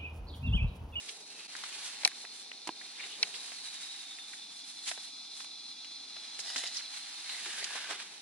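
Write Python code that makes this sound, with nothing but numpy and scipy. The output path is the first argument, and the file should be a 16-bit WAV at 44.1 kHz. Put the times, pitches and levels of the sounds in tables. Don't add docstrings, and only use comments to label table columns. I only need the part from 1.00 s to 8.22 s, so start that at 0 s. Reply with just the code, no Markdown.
import sys
import numpy as np
from scipy import signal
from scipy.fft import rfft, irfft
from scipy.io import wavfile

SR = 44100
rng = np.random.default_rng(int(sys.argv[2]) if len(sys.argv) > 2 else 0)


def bounce(signal):
    frames = np.transpose(np.atleast_2d(signal))
    limited = np.clip(frames, -1, 1)
    pcm = np.round(limited * 32767).astype(np.int16)
    wavfile.write(sys.argv[1], SR, pcm)


N = 318344
T = np.arange(N) / SR
HZ = np.maximum(np.fft.rfftfreq(N, 1 / SR), 1)
CUTOFF_HZ = 11030
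SIDE_SIGN = np.array([[1], [-1]])


def from_db(db):
    return 10 ** (np.asarray(db) / 20)


def rms_one(x):
    return x / np.sqrt(np.mean(x ** 2) + 1e-20)


def in_time(rows):
    times_s, *columns = np.transpose(rows)
    return [np.interp(T, times_s, column) for column in columns]


def at_hz(points, hz):
    points_hz, values = np.transpose(points)
    return np.interp(np.log(hz), np.log(points_hz), values)


def drift(rate_hz):
    return rms_one(irfft(rfft(rng.standard_normal(N)) / (1 + (HZ / rate_hz) ** 2), N))


def resonance(centre_hz, width_hz):
    return 1 / (1 + 2 * ((HZ - centre_hz) / width_hz) ** 2)


def high_pass(x, hz):
    return signal.sosfilt(signal.butter(2, hz, "high", fs=SR, output="sos"), x)


def to_right(db):
    return from_db(-SIDE_SIGN * db / 2)


def add(out, start_s, sound):
    start = max(round(start_s * SR), 0)
    out[..., start:start + sound.shape[-1]] += sound[..., :N - start]


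def swell(centre_s, half_s):
    return np.exp(-np.minimum(((T - centre_s) / half_s) ** 2, 20))


def slide(start_s, end_s, attack_s=0.03, release_s=0.055):
    return np.exp(-np.maximum(start_s - T, 0) / attack_s - np.maximum(T - end_s, 0) / release_s) + 1e-9


def mid_side(mid, side, correlation):
    correlation = np.clip(correlation, -1, 1)
    return np.sqrt(1 + correlation) * mid + np.sqrt(1 - correlation) * side * SIDE_SIGN


def stereo_noise(gain, hz=HZ, size=N, correlation=None, lead_rad=0):
    # frequency in Hz, correlation.
    default_correlation = [(30, -0.97), (150, 0.95), (350, 0.9), (800, 0.7), (2000, 0.5), (3300, 0.47),
                           (4600, -0.16), (6500, -0.32), (11000, -0.14)]
    mid, side = rfft(rng.standard_normal((2, size)))
    spectrum = mid_side(mid, side, at_hz(correlation or default_correlation, hz))
    return rms_one(irfft(gain * spectrum * np.exp(1j * SIDE_SIGN * lead_rad / 2), size))


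def at_ports(gain, ports):
    correlation = [(hz, alike) for hz, alike, _ in ports]
    lead_rad = at_hz([(hz, lead) for hz, _, lead in ports], HZ)
    return stereo_noise(gain, correlation=correlation, lead_rad=lead_rad)


def gliding_band(centre_hz, width_hz, correlation, lead_rad=0):
    spectrum = rfft(rng.standard_normal((2, 2, 1, N)))
    mid, side = irfft(spectrum / np.sqrt(1 + (2 * HZ / width_hz) ** 8), N)
    in_phase, quadrature = mid_side(mid, side, correlation)
    phase = 2 * np.pi * np.cumsum(centre_hz) / SR + SIDE_SIGN * lead_rad / 2
    return rms_one(in_phase * np.cos(phase) + quadrature * np.sin(phase))


def burst(centre_hz, octaves, size=8192):
    hz = np.maximum(np.fft.rfftfreq(size, 1 / SR), 1)
    hump = (hz < CUTOFF_HZ) / (1 + np.abs(np.log2(hz / centre_hz) / octaves) ** 3)
    return np.arange(size) / SR, stereo_noise(hump, hz, size)


def snap(t60_s, centre_hz, octaves):
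    t, noise = burst(centre_hz, octaves)
    decay = from_db(-60 * t / t60_s)
    return rms_one(high_pass(noise * decay, hz=370)) * np.sqrt(np.mean(decay ** 2))


def air(waver_db=1.8, hollow_db=2.5):
    # frequency in Hz, relative density in dB.
    spectrum = [(25, -26), (60, -38), (100, -17), (170, -6), (260, -10.5), (400, 2.5), (580, -2.5),
                (900, -4.5), (1500, -16.5), (3000, -16.5)]
    # time in seconds, level in dB.
    levels = [(0, -61), (0.6, -63.5), (1.9, -67.5), (2.28, -56.5), (2.55, -70.5), (4.9, -75), (5.55, -64),
              (6.05, -79), (6.6, -60.5), (7.22, -65.5)]
    level_db, = in_time(levels)
    colour_db = at_hz(spectrum, HZ) - hollow_db * resonance(centre_hz=550, width_hz=56)
    return from_db(level_db + waver_db * drift(6.7)) * stereo_noise(from_db(colour_db))


def folds(catch_db=2.0, settle_s=0.2):
    # start and end in seconds, level in dB, first and settled pitch in Hz.
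    slides = [(0.34, 0.46, -58, 2642, 2546), (5.58, 5.68, -55, 1970, 1940), (6.305, 6.36, -51, 2120, 1950),
              (6.43, 6.88, -53, 1788, 1610)]
    gain, centre_hz = 0, np.full(N, float(slides[0][3]))
    for start_s, end_s, db, first_hz, settled_hz in slides:
        envelope = from_db(db) * slide(start_s, end_s)
        sinking_hz = settled_hz + (first_hz - settled_hz) * np.exp(-np.maximum(T - start_s, 0) / settle_s)
        centre_hz = np.where(envelope > gain, sinking_hz, centre_hz)
        gain = np.maximum(gain, envelope)
    catching = from_db(catch_db * drift(40))
    return gain * catching * gliding_band(centre_hz, width_hz=310, correlation=1.0)


def drags(slips_per_s=1500, size_db=2.5):
    # start and end in seconds, level in dB.
    strokes = [(5.462, 5.51, -46), (5.582, 5.658, -42), (6.307, 6.9, -54)]
    # frequency and width in Hz, relative level in dB.
    modes = [(706, 125, 0), (1680, 220, -1), (1965, 46, 8.5), (2570, 59, 4), (2950, 99, 7.5),
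             (3675, 160, 9.5), (4010, 120, 6.5), (4830, 83, 10), (5450, 100, 4.5), (6700, 250, -1)]
    sizes = from_db(size_db * np.minimum(rng.exponential(1, N), 4))
    slipping = rng.random(N) < slips_per_s / SR
    slips = slipping * sizes * (rng.standard_normal(N) + 0.13 * rng.standard_normal((2, N)))
    ring = 0
    for k, (hz, width_hz, db) in enumerate(modes):
        radius = np.exp(-np.pi * width_hz / SR)
        feedback = [1, -2 * radius * np.cos(2 * np.pi * hz / SR), radius ** 2]
        ring += (-1) ** k * from_db(db) * signal.lfilter([1 - radius, 0, radius - 1], feedback, slips)
    gain = sum(from_db(db) * slide(start_s, end_s) for start_s, end_s, db in strokes)
    return gain * rms_one(ring)


def jacket(sheen_boost_db=3.5, split_hz=4300, catch_db=1.5, grain_db=0.74):
    # time in seconds, rub level in dB, brightness in dB.
    motion = [(0, -53, 1), (0.22, -60, 4), (0.42, -52, -2.5), (0.74, -46.5, -2), (0.97, -46, -4),
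              (1.28, -58, -1), (1.66, -61.5, -0.5), (2.1, -51.5, -0.5), (2.4, -50, 1), (2.88, -51.5, 0.5),
              (3.5, -57.5, 2), (4.25, -67.5, 6), (4.95, -63.5, -3), (5.3, -55, -5), (5.6, -52.5, 7.5),
              (5.86, -55, -2), (6.52, -42.5, -1.5), (6.92, -43.5, -9), (7.22, -56.5, -1)]
    # centre in seconds, sheen before its boost in dB, rub in dB.
    swishes = [(0.1, -51.5, -54.5), (0.61, -67, -71), (0.86, -47, -56), (1.21, -52, -65),
               (1.385, -50.5, -55.5), (1.85, -56, -55.5), (2.02, -56, -46), (3.335, -50, -65),
               (3.57, -54, -66), (3.7, -52, -58), (3.893, -42, -47.5), (4.045, -51.5, -55),
               (4.396, -50, -57), (5.22, -61, -60), (5.49, -53, -67), (5.775, -48.5, -46.5),
               (5.962, -48.5, -47), (6.32, -71, -58)]
    # frequency in Hz, relative density in dB.
    spectrum = [(200, -32), (400, -22), (800, -4.5), (1250, -4.5), (1650, -1), (2200, 1.5), (2900, 2.5),
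                (3600, 5), (4800, 3), (6500, 1.5), (8500, 0.5), (11000, -3)]
    # frequency in Hz, correlation, left lead in radians.
    ports = [(300, 0.67, 0.5), (1800, 0.59, 0.07), (3200, 0.54, -0.9), (4830, 0.44, -2.3), (7540, 0.41, -3),
             (10800, 0.11, -3.0)]
    motion_db, bright_db = in_time(motion)
    rub_gain, sheen_gain = from_db(motion_db), from_db(motion_db + bright_db)
    for centre_s, sheen_db, rub_db in swishes:
        envelope = swell(centre_s, half_s=0.053)
        rub_gain = np.hypot(rub_gain, from_db(rub_db) * envelope)
        sheen_gain = np.hypot(sheen_gain, from_db(sheen_db) * envelope)
    colour = from_db(at_hz(spectrum, HZ))
    low_share = 1 / (1 + (HZ / split_hz) ** 5)
    rub = rub_gain * at_ports(colour * np.sqrt(low_share), ports)
    sheen = sheen_gain * from_db(sheen_boost_db) * at_ports(colour * np.sqrt(1 - low_share), ports)
    return (rub + sheen + folds()) * from_db(catch_db * drift(21) + grain_db * drift(700))


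def brushes(catch_db=1.5):
    # peak time in seconds, level in dB, half length in seconds, centre in Hz, width in octaves.
    scuffs = [(0.079, -43, 0.003, 2900, 0.87), (0.091, -37, 0.0049, 3440, 0.53),
              (2.004, -39.5, 0.0042, 2200, 0.25), (2.04, -42, 0.0064, 2480, 0.26),
              (2.131, -46.5, 0.021, 3240, 0.32), (2.355, -41.5, 0.011, 4170, 0.4),
              (3.881, -34, 0.0083, 3700, 1.4), (3.894, -38, 0.006, 6000, 1.2),
              (5.404, -38, 0.0066, 5300, 0.54), (5.571, -53.5, 0.0091, 268, 0.14),
              (5.489, -44, 0.03, 5040, 0.17), (5.588, -38, 0.012, 4440, 1.4),
              (5.64, -39.5, 0.004, 3000, 1.2), (5.675, -35, 0.0035, 4700, 0.61),
              (5.768, -39.5, 0.024, 4700, 0.46), (6.318, -43, 0.025, 4050, 0.12),
              (6.479, -52.5, 0.0091, 380, 0.35), (6.626, -52.5, 0.0055, 560, 0.67),
              (6.624, -44, 0.008, 2000, 0.13), (6.759, -38, 0.0049, 1240, 2.2),
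              (6.778, -38.5, 0.0045, 1730, 1.2), (6.91, -36.5, 0.014, 1410, 2.04)]
    out = np.zeros((2, N))
    for peak_s, db, half_s, centre_hz, octaves in scuffs:
        t, noise = burst(centre_hz, octaves)
        add(out, peak_s - t.mean(), from_db(db) * noise / np.cosh((t - t.mean()) / half_s))
    return high_pass(out * from_db(catch_db * drift(110)), hz=231)


def snaps():
    # start in seconds, level in dB, centre in Hz, width in octaves, t60 in seconds.
    creases_and_taps = [(0.0925, -39, 3640, 0.45, 0.025), (0.5518, -34.5, 1540, 0.35, 0.027),
                        (0.565, -37.5, 4000, 0.91, 0.037), (0.6373, -38, 1260, 0.31, 0.028),
                        (0.638, -35.5, 3000, 0.96, 0.031), (1.034, -35, 1600, 1.4, 0.043),
                        (1.0529, -23, 2520, 0.48, 0.025), (1.0565, -26, 820, 0.25, 0.018),
                        (1.063, -38.5, 850, 0.3, 0.03), (1.0762, -26.5, 1940, 0.27, 0.017),
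                        (1.1166, -43, 1700, 0.82, 0.02), (1.243, -48.5, 616, 0.36, 0.04),
                        (1.25, -37, 1930, 0.4, 0.018), (1.516, -31, 2300, 0.36, 0.01),
                        (1.6738, -30.5, 2500, 1.74, 0.029), (1.813, -41, 1930, 0.12, 0.03),
                        (2.229, -40.5, 725, 0.82, 0.033), (2.2322, -28, 2400, 0.41, 0.031),
                        (2.3419, -38, 2350, 0.47, 0.028), (2.519, -39.5, 1400, 1.1, 0.024),
                        (3.1862, -42, 2160, 0.39, 0.027), (3.3333, -40.5, 2000, 0.49, 0.036),
                        (3.9135, -34, 2600, 1.1, 0.03), (3.914, -39.5, 715, 0.22, 0.032),
                        (3.915, -33.5, 2050, 0.39, 0.032), (3.976, -40.5, 860, 2.4, 0.032),
                        (4.4038, -40, 1770, 1.1, 0.028), (4.4442, -40.5, 1790, 2.2, 0.036),
                        (4.846, -39.5, 3330, 0.81, 0.039), (5.1657, -42.5, 1475, 1.3, 0.032),
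                        (5.3912, -33.5, 2010, 2.9, 0.031), (5.5023, -41, 1800, 2.8, 0.034),
                        (5.5603, -28.5, 2300, 1.0, 0.034), (5.564, -29, 4940, 0.52, 0.035),
                        (5.5795, -28.5, 4300, 0.52, 0.03), (5.612, -39, 5000, 1.0, 0.02),
                        (5.6359, -37.5, 1300, 2.2, 0.04), (5.6655, -32.5, 3800, 1.0, 0.015),
                        (5.7678, -31, 5400, 0.2, 0.046), (5.797, -45, 2110, 0.89, 0.03),
                        (5.808, -42, 1900, 0.61, 0.025), (6.294, -35.5, 2505, 1.2, 0.035),
                        (6.459, -37, 1900, 1.4, 0.044), (6.525, -43, 2500, 0.84, 0.027),
                        (6.642, -28.5, 4200, 0.87, 0.041), (6.707, -44, 900, 0.23, 0.035),
                        (6.9991, -38.5, 1900, 0.78, 0.025)]
    out = np.zeros((2, N))
    for start_s, db, centre_hz, octaves, t60_s in creases_and_taps:
        add(out, start_s, from_db(db) * snap(t60_s, centre_hz, octaves))
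    return out


def strike(modes, scatter_db, rock_hz=np.inf, size=4096):
    hz, db, t60_s = np.transpose(modes)[:, :, None]
    t = np.arange(size) / SR
    polarity = (-1) ** np.arange(len(hz))[:, None]
    strength = polarity * from_db(db + scatter_db * rng.standard_normal((len(hz), 1)))
    rock_rad = SIDE_SIGN[:, :, None] * np.arctan(hz / rock_hz)
    return np.sum(strength * from_db(-60 * t / t60_s) * np.sin(2 * np.pi * hz * t + rock_rad), axis=1)


def handling():
    # start in seconds, ring in dB, crack in dB, right minus left of the ring in dB.
    clicks = [(1.0494, -8.5, -28, -3.5), (1.0511, -21, -29, 10), (1.0554, -27, -29, -7),
              (1.0627, -32, -32, 0), (1.0753, -26, -25.5, 0), (2.2285, -9.5, -35, 0.5),
              (2.2315, -20.5, -43, 3)]
    # start in seconds, level in dB.
    knocks = [(1.6718, -25), (1.675, -28), (1.681, -32), (1.691, -15.5), (5.5616, -35), (6.758, -36),
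              (6.904, -37), (6.913, -38)]
    # frequency in Hz, level in dB, t60 in seconds.
    case_modes = [(725, -38, 0.026), (1980, -20, 0.017), (2310, -12.5, 0.017), (2640, -14, 0.016),
                  (3320, -22, 0.022), (3910, -3, 0.011), (4330, 0.5, 0.011), (5500, -8.5, 0.02),
                  (5860, -10.5, 0.012), (9220, -18, 0.012)]
    grip_modes = [(187, -29.5, 0.018), (329, -17, 0.033), (757, -10, 0.0097), (985, -9, 0.019),
                  (1610, -20, 0.023), (2820, -12.5, 0.0056)]
    out = np.zeros((2, N))
    for start_s, ring_db, crack_db, pan_db in clicks:
        ring = strike(case_modes, scatter_db=2.5, rock_hz=2900)
        add(out, start_s, from_db(ring_db) * ring * to_right(pan_db))
        add(out, start_s, from_db(crack_db) * snap(t60_s=0.016, centre_hz=8800, octaves=1.0))
    for start_s, db in knocks:
        add(out, start_s, from_db(db) * strike(grip_modes, scatter_db=2.0) * to_right(db=3.5))
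    return out


def burner_bands(exposure, lift_db, waver_db=1.2, wander_hz=25):
    # shadowed and direct centre in Hz, width in Hz, shadowed and direct level in dB,
    # share of the lift, shadowed and direct left lead in radians.
    bands = [(3860, 3500, 287, -57, -54, 0.77, 1.45, 0.33), (4315, 4090, 330, -57, -50.5, -0.17, 2.2, 1.1),
             (4750, 5060, 160, -65.5, -61.5, 0.3, 1.9, 0.63)]
    out = 0
    for shadow_hz, direct_hz, width_hz, shadow_db, direct_db, share, shadow_rad, direct_rad in bands:
        band_db = shadow_db + exposure * (direct_db - shadow_db) + share * lift_db + waver_db * drift(27)
        centre_hz = shadow_hz + exposure * (direct_hz - shadow_hz) + wander_hz * drift(4)
        lead_rad = shadow_rad + exposure * (direct_rad - shadow_rad)
        out += from_db(band_db) * gliding_band(centre_hz, width_hz, correlation=0.93, lead_rad=lead_rad)
    return out * to_right(db=0.9)


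def stove(shadow_db=-60, direct_db=-50, flutter_db=0.8):
    # time in seconds, exposure (0 shadowed, 1 direct), hiss gain in dB,
    # band lift in dB.
    aim = [(0, 0.072, -5, 6), (0.4, 0.0011, 2, -4), (1.2, 0.58, -0.5, -1), (1.7, 0.52, 1, -5),
           (2.35, 0.15, 2, 2), (2.6, 0.08, 6, -3.5), (2.73, 0.13, 4, 5), (2.97, 0.3, 0.5, 9.5),
           (3.18, 0.59, -1, 7.5), (3.45, 0.81, -2, 2.5), (4.1, 0.94, 0, -1), (5.35, 0.98, 0, -3.5),
           (5.95, 0.95, 0.5, -6), (6.33, 0.26, 4, 2), (6.75, 0.13, -1.5, -13), (7.22, 0.21, -2.5, 3)]
    # frequency in Hz, relative density in dB.
    jet_spectrum = [(300, -35), (1100, -8.5), (1400, -8.5), (1750, -11.5), (2600, -8.5), (3100, 0),
                    (3750, 1.5), (4500, 4.5), (5700, -4), (6500, -5), (7800, -15), (9000, -7.5), (9700, -9),
                    (11000, -19.5)]
    # frequency in Hz, correlation, left lead in radians.
    jet_ports = [(250, 0.92, -1.5), (900, 0.58, 0.5), (3100, 0.7, -0.3), (4500, 0.6, 2.06), (5800, 0.43, 1),
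                 (7500, 0.23, 3), (11000, 0.15, 3.5)]
    # centre and width in Hz, depth in dB.
    hollows = [(556, 60, 14), (1080, 48, 9), (1460, 70, 4), (1760, 88, 16), (3080, 140, 14), (3640, 80, 12),
               (9660, 270, 9)]
    # centre and width in Hz, level in dB.
    modes = [(229, 123, -76), (284, 98, -72.5), (802, 190, -69.5), (2410, 250, -67.5), (5710, 530, -61.5)]
    exposure, hiss_db, lift_db = in_time(aim)
    hollow_db = sum(depth_db * resonance(hz, width_hz) for hz, width_hz, depth_db in hollows)
    jet_gain = from_db(shadow_db + exposure * (direct_db - shadow_db))
    jet = jet_gain * at_ports(from_db(at_hz(jet_spectrum, HZ) - hollow_db), jet_ports)
    body = sum(from_db(db) * stereo_noise(resonance(hz, width_hz) * from_db(-hollow_db))
               for hz, width_hz, db in modes)
    hiss = from_db(hiss_db) * (jet + burner_bands(exposure, lift_db))
    return (hiss + body) * from_db(flutter_db * drift(20))


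def scene(dip_db=-12.5):
    cloth_and_taps = (jacket() + drags() + brushes() + snaps()) * to_right(db=1.3)
    dip = from_db(dip_db * swell(centre_s=0.476, half_s=0.0052))
    return (stove() + air() + cloth_and_taps + handling()) * dip


def record(dry, low_cut_hz=135):
    low_pass = signal.ellip(12, 0.1, 80, CUTOFF_HZ, fs=SR, output="sos")
    return signal.sosfilt(low_pass, high_pass(dry, low_cut_hz))


dry = scene()
out = record(dry)
bounce(out)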